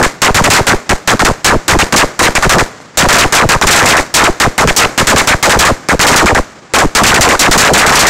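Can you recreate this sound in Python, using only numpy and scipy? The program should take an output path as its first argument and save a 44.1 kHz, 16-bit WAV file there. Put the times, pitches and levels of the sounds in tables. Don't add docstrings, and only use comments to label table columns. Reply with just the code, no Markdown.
import sys
import numpy as np
from scipy import signal
from scipy.io import wavfile
from scipy.ndimage import uniform_filter1d

SR = 44100
rng = np.random.default_rng(int(sys.argv[2]) if len(sys.argv) > 2 else 0)


def persist_wave(psi):
    counts = np.round(np.clip(psi, -1, 1) * 32767).astype(np.int16)
    wavfile.write(sys.argv[1], SR, np.atleast_2d(counts).T)


def ratio(d):
    e = np.asarray(d, float) / 20
    return 10 ** e


N = 356769

# f/Hz, density/dB per Hz
FLOOR_SPECTRUM = [(18, -47), (30, -19), (161, 4), (721, -6), (1250, -4.5), (7090, -24), (11700, -40),
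                  (16000, -61)]
# f/Hz, t60/s
WALL_T60 = [(100, 0.42), (1000, 0.26), (4000, 0.26), (8000, 0.2), (15000, 0.28)]
# f/Hz, t60/s
ROLL_T60 = [(100, 1.9), (1000, 1.15), (6000, 1.03), (11000, 0.64), (15000, 1.2)]
# f/Hz, level/dB
WALL_COLOUR = [(300, -2), (1500, -2.5), (4000, -1), (12000, 0)]
# f/Hz, level/dB
STREET_COLOUR = [(30, -12.5), (150, -7), (600, 0), (1500, -1.5), (2100, -4), (3000, -13), (5000, -14.5),
                 (7200, -14.5), (8600, -16.5), (13000, -24), (17000, -41)]
# t/s, level/dB
SMALL_POPS = [
    (2.803, -41),
    (2.76, -50),
    (6.5, -46),
    (0.28, -38),
]
# t/s, level/dB, overload/s, slowing share/0-1, halt level/full scale
HALTING_BANGS = [(.218, -3.5, .097, .4, 0.49), (.5341, -4, 0.086, 0.52, 0.23), (.6685, -5, 0.088, 0.52, 0.43),
                 (.9124, -28, .028, 0.6, 0.56), (1.194, -11.5, 0.047, .72, 0.46),
                 (1.4448, -1.5, 0.13, .6, 0.52), (1.6802, -4, 0.098, 0.67, 0.55),
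                 (2.5842, -11.5, 0.048, 0.69, .36), (2.9724, -.5, .106, .4, .48),
                 (4.5797, -7, 0.088, .75, 0.29), (4.6742, -10.5, .04, .24, 0.46), (4.7632, 2, .1, 0.1, 0.21),
                 (4.9775, -6, 0.057, .57, 0.3), (7.328, -18, .031, .1, .2), (7.3929, .5, 0.11, 0.32, .53),
                 (0.028, -9.5, 0.039, 0.38, -0.43), (0.345, -4, .078, 0.51, -0.45),
               (1.0751, -5.5, .083, .7, -0.056), (1.249, -9, 0.073, 0.9, -0.24),
               (1.789, -7.5, 0.05, 0.2, -0.26), (1.9618, -1.5, 0.088, .28, -.33),
               (2.2283, -5.5, 0.065, .24, -0.36), (2.352, -11, 0.034, 0.22, -.45),
               (2.425, -12, 0.057, 0.87, -0.5), (3.1844, -3, 0.08, 0.29, -0.49),
               (3.3491, -3.5, 0.12, 0.5, -0.32), (3.4898, -5, 0.08, .38, -.34),
               (3.6133, -10.5, 0.045, 0.71, -.42), (3.9683, -10.5, 0.035, 0.44, -.33),
               (4.2393, -11, .062, .55, -0.58), (4.4, -5.5, 0.086, .6, -0.38),
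               (5.1805, -8.5, 0.039, 0.18, -.18), (5.273, -4.5, 0.08, 0.23, -.34),
               (5.495, -5.5, .09, .64, -.5), (5.6519, -8.5, .078, 0.81, -0.36),
               (5.8866, -11.5, .071, .7, -.2), (6.3484, -14, 0.055, .45, -0.51),
               (6.7858, -9.5, .084, 0.88, -0.62), (7.142, -9.5, 0.064, .56, -0.54)]
# t/s, level/dB, overload/s
OVERTAKEN_BANGS = [(0, -23, .042), (0.4397, -9.5, 0.058), (.5019, -3, 0.054), (0.893, -12, 0.041),
                   (1.9243, -12, 0.043), (2.192, -7.5, 0.032), (2.494, -4, 0.1), (3.087, -6.5, 0.087),
                   (3.127, -4, 0.11), (3.3238, -8, 0.045), (3.6695, -6, 0.092), (3.7098, -1.5, .09),
                   (3.76, -4.5, 0.13), (3.829, -15.5, .035), (3.8578, -8, 0.047), (3.8868, -4.5, 0.15),
                   (4.1406, 2.5, 0.19),
                   (5.0702, -2, 0.09), (5.1616, -9.5, 0.047), (5.427, -4.5, .074), (5.59, -3, .12),
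                 (5.9936, -10, .032), (6.0114, -5.5, 0.078), (6.0675, -3.5, .047), (6.093, -18, .039),
                 (6.116, -10.5, 0.062), (6.1605, -3.5, .1), (6.259, -11, .084), (6.7368, -6, 0.066),
                 (6.95, -3, 0.092), (7.035, -5.5, 0.076), (7.066, -2.5, 0.12), (7.209, -1, .105),
                 (7.2887, -8.5, 0.061), (7.512, -3, .069), (7.5774, 1, .17), (7.65, -9, 0.073),
                 (7.7352, -5, 0.083), (7.778, -3.5, 0.14), (7.864, -5.5, 0.07), (7.923, -9.5, .045),
                 (7.9545, -6, 0.08), (7.991, -1, .19), (8.0679, -3, 0.062)]
# t/s, length/s
LONG_CATCHES = [(.352, 0.0045), (0.367, 0.0049), (1.214, 0.0042), (1.726, .005), (1.739, .006),
                (1.933, 0.0067), (1.971, .0056), (2.222, .004), (2.551, .005), (3.032, 0.012),
                (3.835, 0.0029), (3.849, 0.0031), (4.681, 0.0046), (7.497, 0.0089)]
# f/Hz, level/dB
OUTPUT_COLOUR = [(20, -2.5), (1800, 0.5), (3000, -1), (7500, 6), (10000, -3), (15000, -6.5)]

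RAIL = 0.7


def evened(x):
    return x / np.sqrt(np.mean(x ** 2) + 1e-20)


def read(points, hz):
    f, value = np.transpose(points)
    return np.interp(np.log(hz + 1), np.log(f + 1), value)


def coloured(x, points):
    hz = abs(np.fft.fftfreq(4096, 1 / SR))
    log_gain = np.log(ratio(read(points, hz)))
    phase = -signal.hilbert(log_gain).imag
    taps = np.fft.ifft(np.exp(log_gain + 1j * phase)).real[:2048]
    return signal.oaconvolve(x, taps)[:len(x)]


def wander(hz):
    lowpass = signal.butter(2, hz, fs=SR, output="sos")
    return evened(signal.sosfilt(lowpass, rng.standard_normal(N)))


def street():
    noise = evened(coloured(rng.standard_normal(N), FLOOR_SPECTRUM))
    swell = ratio(2.0 * wander(28))
    return ratio(-38.5) * noise * swell


def bangs():
    slowing_share = 0.64
    overtaken = [(*row, slowing_share, 0) for row in OVERTAKEN_BANGS]
    return sorted(HALTING_BANGS + overtaken)


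def echo(far_db, clumps_db, build_s):
    hz, t, noise = signal.stft(rng.standard_normal((2, SR)), SR, nperseg=128)
    near = ratio(read(WALL_COLOUR, hz)[:, None] - 60 * t / read(WALL_T60, hz)[:, None])
    near *= 1 + 0.28 * np.exp(-((t - 0.028) / 0.011) ** 2)
    far = ratio(far_db - 60 * t / read(ROLL_T60, hz)[:, None])
    clumps = ratio(clumps_db * evened(uniform_filter1d(rng.standard_normal(len(t)), size=3)))
    mixed = noise[0] * near * clumps + noise[1] * far
    tail = signal.istft(mixed, SR, nperseg=128)[1][:SR]
    tail *= 1 - 0.5 * np.exp(-np.arange(SR) / SR / build_s)
    shock_s = 0.0004
    u = np.arange(200) / SR / shock_s
    tail[:200] += 6.1 * (1 - u) * np.exp(-u)
    return tail


def crackers():
    out = np.zeros(N)
    rows = [row[:2] for row in bangs()] + SMALL_POPS
    for k in range(4):
        clicks = np.zeros(N)
        for start_s, level_db in rows[k::4]:
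            clicks[round(start_s * SR)] = ratio(level_db)
        pattern = echo(far_db=-26, clumps_db=2.5, build_s=0.00041)
        out += signal.fftconvolve(clicks, pattern)[:N]
    return coloured(out, STREET_COLOUR) * ratio(13.5)


def scene():
    return (street() + crackers())[None]


def bias_speed(t):
    run_hz, usual_s, haste = 1289.3, 0.08, 0.15
    weak_db, weak_loss_per_db, slowest = -13, 0.16, 0.5
    catches_per_s, catch_s = 10, 0.0032
    speed = np.zeros(N)
    for start_s, level_db, length_s, slowing, _ in bangs():
        drive = np.clip(1 + weak_loss_per_db * (level_db - weak_db), slowest, 1)
        hz = run_hz * (usual_s / length_s) ** haste * drive
        span = slice(round(start_s * SR), round((start_s + length_s) * SR))
        since_s = t[span] - start_s
        left = 1 - since_s / length_s
        slow_down = np.minimum(1, left / slowing) ** 1.05
        spin_up = np.minimum(1, 0.4 + since_s / 0.02)
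        speed[span] = np.maximum(speed[span], 1.25 * hz * slow_down * spin_up)
    for start_s, length_s in LONG_CATCHES:
        speed[round(start_s * SR):round((start_s + length_s) * SR)] *= 0.1
    hits = rng.random(N) < catches_per_s / SR
    caught = np.convolve(hits, np.ones(round(catch_s * SR)))[:N]
    speed[caught > 0] *= 0.1
    return speed


def bias(stumble, stumble_hz, drain_s):
    creep_hz = 350.8
    t = np.arange(N) / SR
    speed = bias_speed(t)
    lurch = wander(stumble_hz)
    lurch = stumble * (lurch - 0.8 * uniform_filter1d(lurch, size=900))
    pace = np.sqrt(speed * 1404.0) * np.minimum(1, speed / creep_hz)
    travel = np.cumsum(speed + lurch * pace) / SR
    turns, start = travel.copy(), None
    ending = (N / SR - 1, 0, 1 - 1 / SR, 1, 1)
    for start_s, _, length_s, _, stuck in bangs() + [ending]:
        if start is None:
            start = round(start_s * SR)
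        if stuck:
            halt = round((start_s + length_s) * SR)
            zero = 0.5 + np.sign(stuck) / 4
            over = abs(stuck) / (4 * RAIL)
            turns[start:halt] = travel[start:halt] - travel[halt] + zero + over
            turns[halt:] = zero + over * np.exp(-((t[halt:] - t[halt]) / drain_s) ** 1.6)
            start = None
    return turns


def roll_off(x):
    return signal.sosfilt(signal.butter(12, 16660, fs=SR, output="sos"), x)


def record(dry):
    limit, edge_hz = 0.83, 15800
    turns = bias(stumble=0.4604, stumble_hz=250.9, drain_s=0.013)
    turns = turns + dry[0] / (4 * RAIL)
    folded = RAIL * (4 * abs(turns % 1 - 0.5) - 1)
    out = coloured(folded, OUTPUT_COLOUR) * ratio(1.5)
    out = limit * out / (limit ** 4 + out ** 4) ** (1 / 4)
    out = signal.oaconvolve(out, signal.firwin(255, edge_hz, fs=SR), "same")
    return roll_off(out[None])


dry = scene()
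out = record(dry)
persist_wave(out)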